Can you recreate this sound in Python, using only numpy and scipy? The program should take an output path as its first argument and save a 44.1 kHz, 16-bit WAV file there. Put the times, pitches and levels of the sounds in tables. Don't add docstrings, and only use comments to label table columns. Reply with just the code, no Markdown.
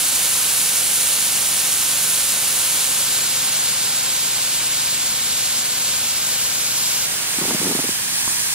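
import sys
import numpy as np
from scipy import signal
from scipy.io import wavfile
from scipy.ndimage import map_coordinates

SR = 44100
rng = np.random.default_rng(int(sys.argv[2]) if len(sys.argv) > 2 else 0)


def makeup_ratio(level_db):
    decades = np.asarray(level_db, float) / 20
    return 10 ** decades


def bounce(signal):
    frames = np.transpose(np.atleast_2d(signal))
    limited = np.clip(frames, -1, 1)
    pcm = np.round(limited * 32767).astype(np.int16)
    wavfile.write(sys.argv[1], SR, pcm)


N = 376613
FRAME, HOP = 1024, 256
RING = 1500


def in_time(rows, s):
    at, *columns = np.transpose(rows)
    return [np.interp(s, at, c) for c in columns]


def at_hz(rows, hz):
    at, *columns = np.transpose(rows)
    return np.array([np.interp(np.log(hz + 1), np.log(at), c) for c in columns])


def drift(rate, count, size, step):
    r = np.exp(-2 * np.pi * rate * step / SR)
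    noise = rng.standard_normal((count, size + 300))
    slow = signal.lfilter([1], [1, -2 * r, r * r], noise)[:, 300:]
    return slow / slow.std(axis=1, keepdims=True)


def ring(height, hz, t60, attack):
    t = np.arange(RING) / SR
    swing = height * np.sin(2 * np.pi * hz * t)
    return swing * makeup_ratio(-60 * t / t60) * (1 - np.exp(-t / attack))


def add_at(out, s, knock):
    out[round(s * SR):][:RING] += knock


def wavering_tones(lines):
    frame = np.arange(N) / HOP
    waver = drift(0.88, count=len(lines), size=N // HOP + 2, step=HOP)
    out = 0
    for (cycles, db), row, start in zip(lines, waver, rng.random(len(lines))):
        waver_db = 1.2 * np.interp(frame, np.arange(len(row)), row)
        out = out + makeup_ratio(db + waver_db) * np.sin(2 * np.pi * (cycles + start))
    return np.sqrt(2) * out


def stereo_noise(shape):
    noise = rng.standard_normal((3, N))
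    hz, s, (direct, left, right) = signal.stft(noise, SR, nperseg=FRAME, noverlap=FRAME - HOP)
    level_db, balance_db, lag, alike = shape(hz, s)
    alike = np.clip(alike, 0, 1)
    left = np.sqrt(alike) * direct * np.exp(-.5j * lag) + np.sqrt(1 - alike) * left
    right = np.sqrt(alike) * direct * np.exp(.5j * lag) + np.sqrt(1 - alike) * right
    both = np.array([left * makeup_ratio(level_db + balance_db / 2), right * makeup_ratio(level_db - balance_db / 2)])
    return signal.istft(both, SR, nperseg=FRAME, noverlap=FRAME - HOP)[1][:, :N]


# f/Hz, left level/dB, right level/dB
WHINE = [(15068, -57, -66), (15135, -58, -66), (15218, -55, -58), (15285, -53, -53), (15367, -53, -54),
         (15435, -57, -54)]


def electronics_whine():
    t = np.arange(N) / SR
    out = 0
    for hz, left, right in WHINE:
        tone = np.sin(2 * np.pi * (hz * t + rng.random((2, 1))))
        out = out + np.sqrt(2) * makeup_ratio([[left], [right]]) * tone
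    return out


# f/Hz, level per Hz/dB
YARD = [(15, -10), (25, 0), (48, -2), (85, -2.5), (130, -5.5), (200, 0.5), (299, -2.5), (370, -16),
        (520, -32), (880, -90)]
YARD_DB = -45.5


def yard_shape(hz, s):
    alike = np.clip(hz / 170 - .15, .02, .5)
    return at_hz(YARD, hz)[0][:, None], 0, 0, alike[:, None]


def yard():
    rumble = stereo_noise(yard_shape)
    return makeup_ratio(YARD_DB) * rumble / rumble.std()


# f/Hz, level/dB
HUM = [(100.3, -55.5), (200.4, -59.5)]


def transformer():
    t = np.arange(N) / SR
    return wavering_tones([(hz * t, db) for hz, db in HUM])


# t/s, strokes per second/Hz
STROKES = [(0, 25.2), (2.05, 23.9), (2.7, 24.8), (3.3, 23.15), (3.96, 23), (4.9, 23.75), (7.05, 23.8),
           (7.07, 23.2), (8.54, 21)]
# multiple, level/dB
PUMP_ORDERS = [(3, -69), (5, -57), (6, -52), (7, -55.5), (8, -56.5), (9, -59), (11, -65)]


def compressor():
    turns = np.cumsum(in_time(STROKES, np.arange(N) / SR)[0]) / SR
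    return wavering_tones([(k * turns, db) for k, db in PUMP_ORDERS])


# t/s, level/dB, f/Hz, time to fade by 60 dB/s
TAP = (8.2773, -19, 1050, .012)


def finger_tap():
    out = np.zeros(N)
    s, db, hz, t60 = TAP
    click = ring(makeup_ratio(db + 4.5), hz, t60, attack=.0004)
    soft_give = ring(makeup_ratio(db - 1), 240, t60=.015, attack=.0004)
    add_at(out, s, soft_give - click)
    return out


SETTLE_S, SETTLE_DB, SETTLE_HZ = 0.0059, -8.5, 260
CRACK_DB, CRACK_DB_PER_S = -5.5, -14
CRUMBLE_DB, CRUMBLE_T60_S = -27.5, 0.1
# t/s, level/dB, f/Hz
SLIPS = [(7.385, -12, 260), (7.4134, -12, 320), (7.4187, -12, 270), (7.426, -16, 400), (7.4392, -14, 320),
         (7.4532, -11, 480), (7.4808, -12, 350), (7.4983, -12.6, 300), (7.507, -11.2, 470),
         (7.511, -10.5, 320), (7.5192, -16, 280), (7.5319, -14, 300), (7.5456, -8, 230), (7.6003, -12, 170),
         (7.6152, -12, 370), (7.629, -11, 370), (7.6459, -12, 290), (7.656, -9, 290), (7.667, -9, 330),
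         (7.678, -10, 340), (7.6932, -13, 310), (7.7, -12, 370), (7.7098, -9, 280), (7.7221, -13, 420),
         (7.7502, -6.5, 285), (7.762, -16, 320), (7.7903, -8, 285), (7.8405, -12, 340), (7.8453, -16, 420),
         (7.8903, -10.5, 280)]


def boot():
    out, kicks = np.zeros(N), np.zeros(N)
    for (s, db, hz), chance in zip(SLIPS, rng.standard_normal((len(SLIPS), 4))):
        crack_db = db + CRACK_DB + CRACK_DB_PER_S * (s - SLIPS[0][0]) + 3.3 * chance[0]
        crack_hz = 780 * np.exp(0.23 * chance[1])
        later = s + SETTLE_S * np.exp(0.305 * chance[2])
        settle_db = db + SETTLE_DB + 2.5 * chance[3]
        add_at(out, s, ring(makeup_ratio(db), hz, t60=4.0 / hz, attack=0.00039))
        add_at(out, s, ring(makeup_ratio(crack_db), crack_hz, t60=0.0093, attack=0.00023))
        add_at(out, later, ring(makeup_ratio(settle_db), SETTLE_HZ, t60=3.7 / SETTLE_HZ, attack=0.00039))
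        kicks[round(s * SR)] = makeup_ratio(db)
    out = signal.sosfilt(signal.butter(3, 155, "high", fs=SR, output="sos"), out)
    grains = (rng.random(N) < 300 / SR) * rng.standard_normal(N)
    grains = signal.sosfilt(signal.butter(2, [180, 900], "band", fs=SR, output="sos"), grains)
    trickle = signal.lfilter([1], [1, -makeup_ratio(-60 / (CRUMBLE_T60_S * SR))], kicks + 1e-18)
    return out + makeup_ratio(CRUMBLE_DB) * trickle * grains / grains.std()


# changes per second/Hz, level shared by all pitches/dB, level in patches/dB
SPUTTER = [
    (14, .5, .5),
    (35, 0.46, .5),
]
# f/Hz, share 0-1
SPUTTER_DEPTH = [(300, .1), (2000, 0.088), (4500, 0.49), (8000, 0.93), (15000, 0.57)]


def sputter(hz, s):
    patch = np.linspace(0, 23, len(hz))
    grid = np.meshgrid(patch, np.arange(len(s)), indexing="ij")
    sputter_db = 0
    for rate, shared_db, patchy_db in SPUTTER:
        rows = drift(rate, count=25, size=len(s), step=HOP)
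        patches = map_coordinates(rows[1:], grid, order=1)
        sputter_db = sputter_db + shared_db * rows[0] + patchy_db * patches
    return at_hz(SPUTTER_DEPTH, hz)[0][:, None] * sputter_db


PALM_S, PALM_WIDTH_S, PALM_MS, PALM_DB, PALM_HZ = 8.3, .07, 1.48, 6.5, 8500


def palm_mirror(pitch, s):
    palm = np.exp(-((s - PALM_S) / PALM_WIDTH_S) ** 2 - ((pitch - PALM_HZ) / 2500) ** 2)
    return PALM_DB * palm * np.cos(2 * np.pi * pitch * PALM_MS / 1000 + 1.0)


BOUNCE_LEFT = 1.2
STILL_AIR = 0.29
SHIELD_HZ, SHIELD_SHARE = 1300, 0.73
# f/Hz, level per Hz/dB, left-right level/dB, left lag/rad, left-right likeness 0-1
FACING_GUN = [(500, -12.7, -1.7, 0.2, 0.59), (1300, -10.4, -1.0, 0.3, 0.57), (2000, -9.5, -3.1, 0.3, 0.5),
              (2700, -7.0, -0.9, 0.3, 0.69), (4200, -4.7, -1.3, 0.5, 0.67), (5100, -6.1, -0.3, 0.5, 0.56),
              (5900, -4.8, 3.2, 1.1, 0.58), (7300, -1.4, -2.4, 1.2, 0.73), (8300, -2.7, -1.4, 1.5, 0.75),
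              (9400, 0.6, -5.1, 1.3, 0.82), (10400, -0.9, -1.7, 1.1, 0.83), (11300, -3.1, 1.3, 1.5, 0.82),
              (13300, -7.3, -2.1, 1.8, 0.72), (14800, -9.7, -0.4, 1.5, 0.59)]
TILTED_DOWN = [(500, -12.7, -1.0, 0.3, 0.36), (1300, -10.9, -0.1, 0.7, 0.51), (2000, -9.3, -2.6, 0.7, 0.39),
               (2700, -7.5, -2.2, 0.5, 0.62), (4200, -4.0, -0.3, 1.1, 0.78), (5100, -5.4, -3.9, 1.4, 0.58),
               (5900, -7.2, 0.7, 1.1, 0.45), (7300, -1.0, 0.8, 2.2, 0.86), (8300, -2.4, -0.6, 2.4, 0.85),
               (9400, -2.7, 3.0, 2.5, 0.8), (10400, -3.2, -0.1, 3.0, 0.81), (11300, -4.0, -2.4, 2.9, 0.83),
               (13300, -9.2, -0.8, 3.0, 0.73), (14800, -10.5, -0.8, 3.1, 0.7)]
TURNED_AWAY = [(500, -12.3, -1.2, 0.6, 0.39), (1300, -10.5, -1.3, 0.8, 0.5), (2000, -9.4, -3.0, 0.9, 0.31),
               (2700, -7.4, -3.5, 0.6, 0.62), (4200, -4.4, -1.6, 1.7, 0.75), (5100, -3.8, -3.9, 1.9, 0.56),
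               (5900, -4.5, -1.3, 2.4, 0.53), (7300, -1.8, -0.3, 2.1, 0.72), (8300, -3.3, 2.6, 2.4, 0.8),
               (9400, -2.3, 3.7, 3.2, 0.85), (10400, -3.1, 4.0, 3.7, 0.82), (11300, -4.5, 1.0, 3.9, 0.79),
               (13300, -9.5, 0.3, 4.0, 0.56), (14800, -10.4, 1.2, 4.0, 0.57)]
BENDING = [(500, -12.5, -0.8, 0.7, 0.42), (1300, -10.2, -1.9, 0.5, 0.31), (2000, -7.0, 0.1, 1.4, 0.45),
           (2700, -7.2, -3.2, 1.6, 0.28), (4200, -7.1, -1.4, 3.0, 0.41), (5100, -5.8, -0.8, 3.3, 0.56),
           (5900, -7.2, -1.5, 3.7, 0.51), (7300, -4.8, -2.1, 3.9, 0.61), (8300, -4.5, -1.7, 4.0, 0.49),
           (9400, -3.7, -3.3, 4.6, 0.43), (10400, -8.3, -2.5, 4.1, 0.27), (11300, -9.7, -1.5, 3.9, 0.28),
           (13300, -11.4, -2.7, 4.5, 0.41), (14800, -14.1, -0.5, 2.9, 0.17)]
OVER_SNOW = [(500, -13.6, -0.8, 0.8, 0.41), (1300, -10.1, -1.7, 0.7, 0.21), (2000, -7.5, 1.7, 1.5, 0.46),
             (2700, -8.0, -3.4, 2.5, 0.41), (4200, -6.5, 0.0, 2.9, 0.45), (5100, -5.0, -0.3, 3.2, 0.66),
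             (5900, -5.3, -0.9, 3.3, 0.53), (7300, -3.7, -1.4, 3.7, 0.6), (8300, -3.0, -1.0, 3.6, 0.48),
             (9400, -2.5, -5.2, 4.4, 0.37), (10400, -6.4, -3.2, 4.4, 0.42), (11300, -10.0, -2.8, 4.4, 0.31),
             (13300, -11.2, -2.1, 4.3, 0.39), (14800, -13.7, -1.2, 3.6, 0.19)]
# t/s, attitude 0-4 in the order above, level won by leaning out of the body's shadow/dB
HAND = [(0, 0.01, 0.2), (.8, .02, 0), (2.5, 0.069, 0), (3, 0.41, 0), (3.6, 0.89, .4), (5.2, 1.22, -0.25),
        (6, 1.34, 0), (6.6, 1.92, 0), (7.05, 2.1, 0.5), (7.07, 3.2, -0.1), (7.5, 2.75, 1),
        (7.66, 3.45, 0.5), (7.85, 3.7, 0), (8, 3.3, -0.4), (8.15, 3.95, 0), (8.32, 4, -0.1),
        (8.42, 3.95, -0.2), (8.54, 3.95, 0)]
# attitude 0-4, level/dB, share of echo off the snow 0-1
REACH = [
    (0, -18, 0),
    (1, -19.5, 0.04),
    (2, -20.1, .05),
    (3, -21.5, .03),
    (4, -20, 0.1),
]
# f/Hz, level/dB
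YARD_RIPPLE = [(300, -0.2), (380, -4), (530, 3.5), (660, -1.5), (800, 2.2), (910, -0.9), (1030, 3),
               (1170, -0.5), (1520, 2.8), (1950, -0.55), (2330, 2.2), (2520, -0.1), (2800, 1.85),
               (3200, 0.5)]
# t/s, delay/ms, depth/dB
CROUCH = [(7.07, 1.2, 0), (7.3, 1.05, -0.2), (7.6, 1.26, -0.5), (7.9, 1.296, 1.5), (8.54, 1.23, 2)]


def jet_shape(hz, s):
    pitch = hz[:, None]
    attitude, lean_db = in_time(HAND, s)
    poses = [at_hz(p, hz) for p in (FACING_GUN, TILTED_DOWN, TURNED_AWAY, BENDING, OVER_SNOW)]
    weights = [np.clip(1 - abs(np.clip(attitude, 0, 4) - k), 0, 1) for k in range(5)]
    level_db, balance_db, lag, alike = sum(p[:, :, None] * w for p, w in zip(poses, weights))
    level_db = level_db - 10 * np.log10(1 + (260 / (pitch + 1)) ** 5.2)
    power = np.mean(makeup_ratio(2 * level_db) * (pitch < 16000), axis=0)
    level_db = level_db - 10 * np.log10(power)

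    delay_ms, depth_db = in_time(CROUCH, s)
    crouching = s > CROUCH[0][0]
    comb = np.cos(2 * np.pi * pitch * delay_ms / 1000 - 1.4) * np.exp(-(pitch / 5500) ** 2)
    shield = SHIELD_SHARE / (1 + (pitch / SHIELD_HZ) ** 6)
    ripple_db = at_hz(YARD_RIPPLE, hz)[0][:, None]
    level_db = level_db + np.where(crouching, depth_db * (comb - shield), ripple_db)
    alike = alike + crouching * 0.058 * depth_db * comb
    balance_db = balance_db + crouching * BOUNCE_LEFT * depth_db * comb
    alike = alike + STILL_AIR * weights[0] * (1 - alike) * np.clip(pitch / 2000 - 1, 0, 1)

    level_db = level_db + palm_mirror(pitch, s) + sputter(hz, s)
    level_db = level_db + in_time(REACH, attitude)[0] + lean_db
    return level_db, balance_db, lag, alike


# delay/ms, left gain, right gain
ECHOES = [(1.24, 1.05, 0.1), (1.54, -.3, -0.45), (6.38, .4, .7)]


def jet():
    hiss = stereo_noise(jet_shape)
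    attitude = in_time(HAND, np.arange(N) / SR)[0]
    share = in_time(REACH, attitude)[1]
    echoes = 0
    for ms, left, right in ECHOES:
        echoes = echoes + np.roll(hiss, round(ms * SR / 1000), axis=1) * [[left], [right]]
    return hiss + share * echoes


def scene():
    machines = transformer() + compressor()
    machines = makeup_ratio(.6) * np.array([machines, np.roll(machines, 30)])
    snow = (boot() + finger_tap()) * makeup_ratio([[.4], [-.4]])
    return yard() + machines + snow + jet()


def low_pass(x):
    return signal.sosfilt(signal.butter(12, 16064, fs=SR, output="sos"), x)


def record(dry):
    top_cut = signal.ellip(12, .3, 80, 15700, fs=SR, output="sos")
    mix = signal.sosfilt(top_cut, dry + electronics_whine())
    return low_pass(mix)


dry = scene()
out = record(dry)
bounce(out)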